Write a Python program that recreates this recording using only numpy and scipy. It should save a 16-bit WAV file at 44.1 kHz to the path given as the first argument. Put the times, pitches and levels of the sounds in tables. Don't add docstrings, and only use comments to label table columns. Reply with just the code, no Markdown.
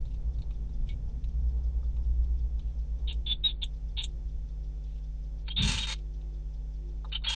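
import sys
import numpy as np
from scipy import signal
from scipy.fft import rfft, irfft, next_fast_len
from scipy.io import wavfile
from scipy.ndimage import uniform_filter1d, map_coordinates

SR = 44100
rng = np.random.default_rng(int(sys.argv[2]) if len(sys.argv) > 2 else 0)


def unload_audio(sound):
    columns = np.transpose(np.atleast_2d(sound))
    steps = np.round(np.clip(columns, -1, 1) * 32767)
    wavfile.write(sys.argv[1], SR, steps.astype(np.int16))


N = 324135
TIME = np.arange(N) / SR
TOP_HZ = 10800
# (frequency [Hz], level [dB])
SCRATCH_COLOUR = [(600, -24), (1400, -16.5), (1900, -10), (2500, 3.5), (3700, 3.5), (5000, -6), (8000, -16),
                  (10500, -34.5)]


def squeaks():
    # (time [s], length [s], level [dB], pitch [Hz], glide [Hz], crest [share of length], swell [dB],
    #  rasp [share], brightness [dB])
    calls = [(0.887, 0.051, -52.5, 2250, 100, .15, 7, .35, -21),
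             (3.072, 0.059, -38.5, 3249, -600, 0.44, 2.5, 0.9, 0),
             (3.259, 0.079, -29.5, 3493, -130, 0.75, 5.5, .18, 2.5),
             (3.433, .085, -21.5, 3824, 0, .29, 18, .025, 0.5),
             (3.614, 0.033, -32.5, 3520, -500, .5, 3.5, 0.6, 2.5),
             (3.966, 0.059, -32.5, 3620, 99, 0.47, 2.5, .85, -2.5),
             (4.031, .024, -36.5, 3650, 101, .5, 2, .95, 8),
             (5.499, .029, -38, 3205, 200, .45, 0.5, 0.14, -10), (5.56, .1, -29, 3660, -3, .36, 3, .42, -3),
             (5.772, .028, -32.5, 3030, 380, 0.496, 1, .7, -5),
             (5.793, .15, -39.5, 3767, -0.5, 0.19, 3.5, 0.05, -3),
             (5.826, .018, -33, 3240, -200, 0.45, 0, .25, -6),
             (7.12, 0.022, -35, 2900, -80, 0.44, 1, .55, 0.5),
             (7.145, 0.026, -30.5, 3110, -250, .5, 2.5, 0.27, -0.5),
             (7.266, .092, -30.5, 3290, 1, .15, 3, .22, -4.5)]
    # (frequency [Hz], level [dB])
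    rasp_colour = [(350, -70), (600, -37.5), (902, -13), (1150, -28.5), (1550, -26.5), (1890, -22),
                   (2060, -18.5), (2880, -1.5), (3750, 0.5), (4940, -31.5), (6270, -18), (6820, -13),
                   (8070, -12), (9890, -36.5), (10500, -49), (13600, -85.5), (22000, -120)]
    sag_per_db, fray_per_db, fray_after_db = .0035, .04, 6
    rasp = housing(buzz(rate_hz=350, jitter=.17, breathy=.33), rasp_colour)
    edge = treble(rasp)
    gruff = amp(-29) * resonate(rasp, 1600, width_hz=300, lift_db=32.5)
    quiver, flutter, waver = wobble(600), wobble(350), wobble(130)
    out = np.zeros(N)
    for start, length, db, hz, glide_hz, crest, swell_db, rasp_share, bright_db in calls:
        span, t, envelope = gesture(start, length, attack=.009, release=.008)
        eased_db = slack(t, length, crest, swell_db)
        rough = np.clip(rasp_share + fray_per_db * np.maximum(eased_db - fray_after_db, 0), 0, 1)
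        pitch = (hz + glide_hz * (np.minimum(t / length, 1) - crest)) * (1 - sag_per_db * eased_db)
        pitch *= 1 + .07 * rough * quiver[span] + .0073 * waver[span]
        tremble = amp(3.4 * rough * flutter[span] + 1.7 * waver[span])
        whistle = unit(np.sin(2 * np.pi * np.cumsum(pitch) / SR) * tremble)
        cry = rasp[span] + (amp(bright_db) - 1) * edge[span]
        throat = resonate(cry, .94 * hz, width_hz=500, lift_db=7)
        voice = np.sqrt(1 - rough) * whistle + np.sqrt(rough) * throat + gruff[span]
        out[span] += amp(db - eased_db) * envelope * voice
    return out


def screeches():
    # (time [s], length [s], level [dB], crest [share of length], swell [dB], brightness [dB],
    #  throat resonance [Hz])
    calls = [(5.479, .013, -40, .4, 0.5, -18, 2427), (5.576, .285, -33, .46, 8, 3, 2710),
             (5.868, 0.076, -35.5, .6, 3.5, 0, 2150), (7.117, .056, -46, .4, 2, -24, 1390),
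             (7.237, 0.15, -35, 0.72, 2.5, -2, 2800)]
    # (frequency [Hz], level [dB])
    harsh_colour = [(290, -51), (500, -14.5), (793, -19.5), (890, -5.5), (1030, -12.5), (1920, -8),
                    (2080, -9), (2240, -14.5), (2420, -5), (3420, -1.5), (3700, -2), (5360, -8.5),
                    (7020, -11.5), (9070, -16.5), (10700, -42.5), (13900, -73.5), (22000, -120)]
    voice = housing(buzz(rate_hz=540, jitter=.3, breathy=.35), harsh_colour) * amp(1.3 * wobble(120))
    edge = treble(voice)
    out = np.zeros(N)
    for start, length, db, crest, swell_db, bright_db, throat_hz in calls:
        span, t, envelope = gesture(start, length, attack=.0038, release=.004)
        eased_db = slack(t, length, crest, swell_db)
        cry = voice[span] + (amp(bright_db - eased_db) - 1) * edge[span]
        out[span] += amp(db - eased_db) * envelope * resonate(cry, throat_hz, width_hz=340, lift_db=5.5)
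    return out


def buzz(rate_hz, jitter, breathy):
    cycles = np.cumsum(rate_hz * np.exp(jitter * wobble(300) + .15 * wobble(25))) / SR
    snaps = np.diff(np.floor(cycles), prepend=0) * amp(2 * rng.standard_normal(N))
    t = np.arange(SR // 800) / SR
    sweeps = signal.fftconvolve(snaps, signal.chirp(t, TOP_HZ, t[-1], 0))[:N]
    air = rng.standard_normal(N) * np.exp(-2.5 * (cycles % 1))
    return np.sqrt(1 - breathy) * unit(sweeps) + np.sqrt(breathy) * unit(air)


def slack(t, length, crest, swell_db, crest_width=.3):
    return swell_db * (1 - np.exp(-((t / length - crest) / crest_width) ** 2))


def claws(scratch_db, knock_db, t60):
    # (time [s], level [dB], knock trim [dB], ring [Hz])
    strikes = [(0.054, -49, -14, 4230), (.1421, -53, -14, 2760), (.386, -52, -20, 4170),
               (.42, -46, -25, 4200), (.5083, -48.5, -6, 2554), (0.6908, -57.5, 0, 3730),
               (0.8902, -41, -34, 3100), (1.2412, -46.5, -18, 2650), (1.83, -65.5, 12, 2160),
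               (1.966, -53.5, -5, 2590), (2.595, -49, -14, 3266), (6.2144, -56, -14, 2680),
               (7.0467, -47, 9.5, 3710), (7.221, -53, -4, 3710)]
    # (frequency [Hz], level [dB])
    board_colour = [(300, -20), (480, -13.5), (580, 2), (700, -13), (900, 10.5), (1400, -7.5),
                    (1900, -20.5), (4000, -41.5)]
    scratch = housing(rng.standard_normal(N), SCRATCH_COLOUR)
    board = housing(rng.standard_normal(N), board_colour)
    out = np.zeros(N)
    for start, db, trim_db, ring_hz in strikes:
        span, t, envelope = gesture(start - .001, t60, attack=.0012, release=.003)
        tick = amp(scratch_db) * resonate(scratch[span], ring_hz, width_hz=310, lift_db=11.5)
        knock = amp(knock_db + trim_db) * board[span]
        out[span] += amp(db - 60 * t / t60) * envelope * (tick + knock)
    return out


def wings(puff_at_s, puff_db, hold_s):
    # (time [s], length [s], level [dB])
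    wafts = [(0.035, 0.16, -43.5), (0.365, 0.054, -34.5), (0.84, 0.14, -43), (1.003, 0.1, -47),
             (1.417, 0.077, -46), (3.805, 0.18, -49)]
    # (frequency [Hz], level [dB])
    puff_colour = [(24, -25), (40, 0.5), (160, -2), (238, -10.5), (314, -33.5), (418, -22.5), (501, -34),
                   (700, -42.5), (910, -71), (1540, -120)]
    waft_colour = [(20, -7.5), (45, -2.5), (85, 8.5), (110, 0), (170, -14), (300, -28.5), (600, -63)]
    rise_db_per_s, fall_db_per_s = 802, 121
    before, after = np.maximum(puff_at_s - TIME, 0), np.maximum(TIME - puff_at_s - hold_s, 0)
    out = amp(puff_db - rise_db_per_s * before - fall_db_per_s * after) * noise(puff_colour)
    air = noise(waft_colour)
    for start, length, db in wafts:
        span, _, envelope = gesture(start, length, attack=.03, release=.016)
        out[span] += amp(db) * envelope * air[span]
    return out


def shuffles():
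    # (time [s], length [s], level [dB])
    strokes = [(0.044, 0.095, -73.5), (0.853, 0.038, -62.5), (2.594, 0.12, -77.5), (4.832, 0.17, -74.5),
               (5.443, 0.057, -61.5), (5.935, 0.07, -68), (7.072, 0.055, -71.5)]
    rub = unit(noise(SCRATCH_COLOUR) * amp(3.5 * wobble(83)))
    out = np.zeros(N)
    for start, length, db in strokes:
        span, _, envelope = gesture(start, length, attack=.03, release=.015)
        out[span] += amp(db) * envelope * rub[span]
    return out


def corner(x, scatter_db, t60):
    t = np.arange(SR // 16) / SR
    echoes = rng.standard_normal(len(t)) * amp(-60 * t / t60)
    return signal.fftconvolve(x, amp(scatter_db) * echoes / np.linalg.norm(echoes) + (t == 0))[:N]


def housing(x, colour):
    # (centre [Hz], width [Hz], lift [dB])
    modes = [(920, 160, 2), (1334, 160, 5.5), (2300, 190, 4.5), (3260, 210, 3), (3708, 150, 9.5),
             (4308, 219.5, 6.5), (5870, 139, 5), (6540, 150, 10), (7210, 260, 7)]
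    lift = lambda hz: sum(db / (1 + (2 * (hz - centre) / width) ** 2) for centre, width, db in modes)
    scattered = corner(x, scatter_db=-8, t60=.06)
    return unit(filtered(scattered, lambda hz: amp(along(colour, hz) + lift(hz))))


def roof(x):
    # (frequency [Hz], t60 [s])
    decay = [(500, 0.042), (3500, 0.09), (10000, 0.047)]
    hz, t, bands = signal.stft(rng.standard_normal(SR // 3), SR, nperseg=256)
    tail = signal.istft(bands * amp(-60 * t / along(decay, hz)[:, None]), SR, nperseg=256)[1]
    return signal.fftconvolve(x, tail / np.linalg.norm(tail))[:N]


def drone(trim_db, octave_db):
    # (time [s], pitch [Hz], level [dB])
    course = [(0.0, 56.1, -47), (0.12, 56.4, -52), (0.28, 59.56, -29), (0.55, 58.57, -48),
              (1.05, 59.34, -43.5), (1.46, 59.99, -26.9), (1.97, 59.47, -33.5), (2.2, 58.4, -25.1),
              (2.42, 58.78, -32), (2.9, 57.67, -35), (3.16, 58.07, -31.5), (3.5, 59.29, -53),
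              (3.85, 58.68, -43.6), (4.5, 62.07, -48.5), (5.3, 59.88, -55), (7.35, 59.7, -54.5)]
    pitch, db = curves(course)
    phase = 2 * np.pi * np.cumsum(pitch) / SR
    level = np.sqrt(2) * amp(trim_db + db + .87 * wobble(8))
    octave = amp(octave_db + 2 * wobble(4.3)) * np.cos(2 * phase)
    return level * (np.cos(phase) + octave)


def ambience(hiss_db):
    # (time [s], rumble level [dB], air level [dB])
    levels = [(0, -36, -64), (2.2, -39, -65), (3.7, -38.5, -66.5), (4.4, -44, -69), (7.35, -44.5, -69.4)]
    # (frequency [Hz], level [dB])
    rumble_colour = [(8, 7), (33, 15), (48, 1.5), (70, 1.5), (95, -7.5), (120, -2.5), (180, -18.5),
                     (215, -11.5), (290, -24.5), (450, -72.5)]
    air_colour = [(150, -6.5), (260, -2), (320, -4.5), (450, 3), (650, -5.5), (850, -7), (1200, -16),
                  (2000, -27), (4000, -51)]
    hiss_colour = [(710, -38), (1200, -6), (1430, -6), (2450, -4.5), (3000, -6), (3540, -3), (3880, -9),
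                   (4410, -5.5), (4700, -12), (5050, -9.5), (5750, -4), (9340, -22.5), (10700, -37),
                   (13900, -59), (22000, -120)]
    rumble_db, air_db = curves(levels)
    rumble = amp(rumble_db + 1.5 * wobble(3)) * noise(rumble_colour)
    air = amp(air_db + 1.8 * wobble(13)) * noise(air_colour)
    return rumble + air + amp(hiss_db) * noise(hiss_colour)


def hum(mains_hz):
    # (multiple of the mains frequency, level [dB])
    harmonics = [(1, -36), (3, -53), (5, -65), (9, -76), (11, -75.5), (13, -92), (15, -81), (17, -82)]
    # (time [s], level [dB])
    seventh_level = [(0, -69), (.85, -68.5), (1.1, -76.5), (1.9, -67), (2.6, -67), (2.85, -83), (3.1, -65),
                     (3.55, -65.5), (3.75, -85.5), (4.11, -62.5), (4.5, -76), (4.73, -65.5), (4.95, -79),
                     (5.6, -66), (6.4, -63), (6.59, -79), (6.87, -59), (7.12, -76.5)]
    harmonic = lambda k: np.sqrt(2) * np.cos(2 * np.pi * k * mains_hz * TIME)
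    seventh = amp(curves(seventh_level)[0] + 1.1 * wobble(8)) * harmonic(7)
    return sum(amp(db) * harmonic(k) for k, db in harmonics) + seventh


def ticks(grit, group_s, spacing_s):
    # (frequency [Hz], level [dB], delay [s])
    tones = [(5700, -71.5, 0.0031), (5000, -71, 0.0013), (4419.5, -74, 0.027), (3520, -69.5, .008)]
    from_tick = (TIME - .04) % group_s % spacing_s - spacing_s / 2
    out = np.zeros(N)
    for hz, db, delay in tones:
        blip = np.exp(-((from_tick - delay) / .008) ** 2) * amp(db + 1.1 * wobble(5))
        out += blip * np.sin(2 * np.pi * hz * TIME + grit * wobble(700))
    return out


def whine():
    # (frequency [Hz], level [dB])
    tones = [(5090, -86), (3520, -90.5), (6250, -90.5)]
    return sum(np.sqrt(2) * amp(db) * np.sin(2 * np.pi * hz * TIME + 2 * wobble(150)) for hz, db in tones)


def gesture(start, length, attack, release):
    span = slice(int(start * SR), min(N, int((start + 2 * length + 10 * release) * SR)))
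    t = TIME[span] - TIME[span][0]
    rise = np.sin(np.pi / 2 * np.minimum(t / attack, 1)) ** 2
    return span, t, rise * np.exp(-np.maximum(t - length + release, 0) / release)


def resonate(x, hz, width_hz, lift_db):
    b, a = signal.iirpeak(hz, hz / width_hz, SR)
    return unit(x + (amp(lift_db) - 1) * signal.lfilter(b, a, x))


def treble(x):
    return filtered(x, lambda hz: 1 - 1 / (1 + (hz / 5500) ** 6))


def noise(colour):
    return unit(filtered(rng.standard_normal(N), lambda hz: amp(along(colour, hz))))


def filtered(x, response):
    size = next_fast_len(N + SR // 4)
    return irfft(rfft(x, size) * response(np.fft.rfftfreq(size, 1 / SR)), size)[:N]


def wobble(rate):
    knots = rng.standard_normal(SR // 2)
    coarse = TIME[::8]
    return np.interp(TIME, coarse, map_coordinates(knots, [coarse * rate], mode="mirror"))


def curves(rows):
    times, *columns = np.transpose(rows)
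    return [np.interp(TIME, times, column) for column in columns]


def along(points, hz):
    freqs, values = np.transpose(points)
    return np.interp(np.log(hz + 1), np.log(freqs + 1), values)


def amp(db):
    return 10 ** (np.asarray(db) / 20)


def unit(x):
    return x / np.sqrt(np.mean(x ** 2) + 1e-20)


def scene():
    bats = squeaks() + screeches() + shuffles() + claws(scratch_db=-7.5, knock_db=-5, t60=.057)
    bed = drone(trim_db=-.05, octave_db=-25.5) + ambience(hiss_db=-74.5)
    electronics = ticks(grit=1.8, group_s=.75, spacing_s=.2) + hum(mains_hz=50) + whine()
    echo = amp(-13) * roof(bats)
    wing_air = wings(puff_at_s=5.59, puff_db=-29, hold_s=.089)
    return (bats + echo + wing_air + bed + electronics)[None]


def record(dry):
    # (start [s], end [s])
    dull_spells = [(3.069, 3.127), (3.261, 3.639), (3.965, 4.023), (5.44, 5.622), (7.1, 7.286)]
    fade_s, dull_hz = .012, 4610
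    from_ends = np.minimum(TIME, TIME[::-1])
    x = dry[0] * np.sin(np.pi / 2 * np.minimum(from_ends / fade_s, 1)) ** 2
    in_spell = sum(1.0 * ((TIME > start) & (TIME < end)) for start, end in dull_spells)
    dull = uniform_filter1d(in_spell, size=64)
    highs = filtered(x, lambda hz: np.clip((hz - dull_hz) / 200 + .5, 0, 1))
    return filtered(x - dull * highs, lambda hz: hz < TOP_HZ)[None]


dry = scene()
out = record(dry)
unload_audio(out)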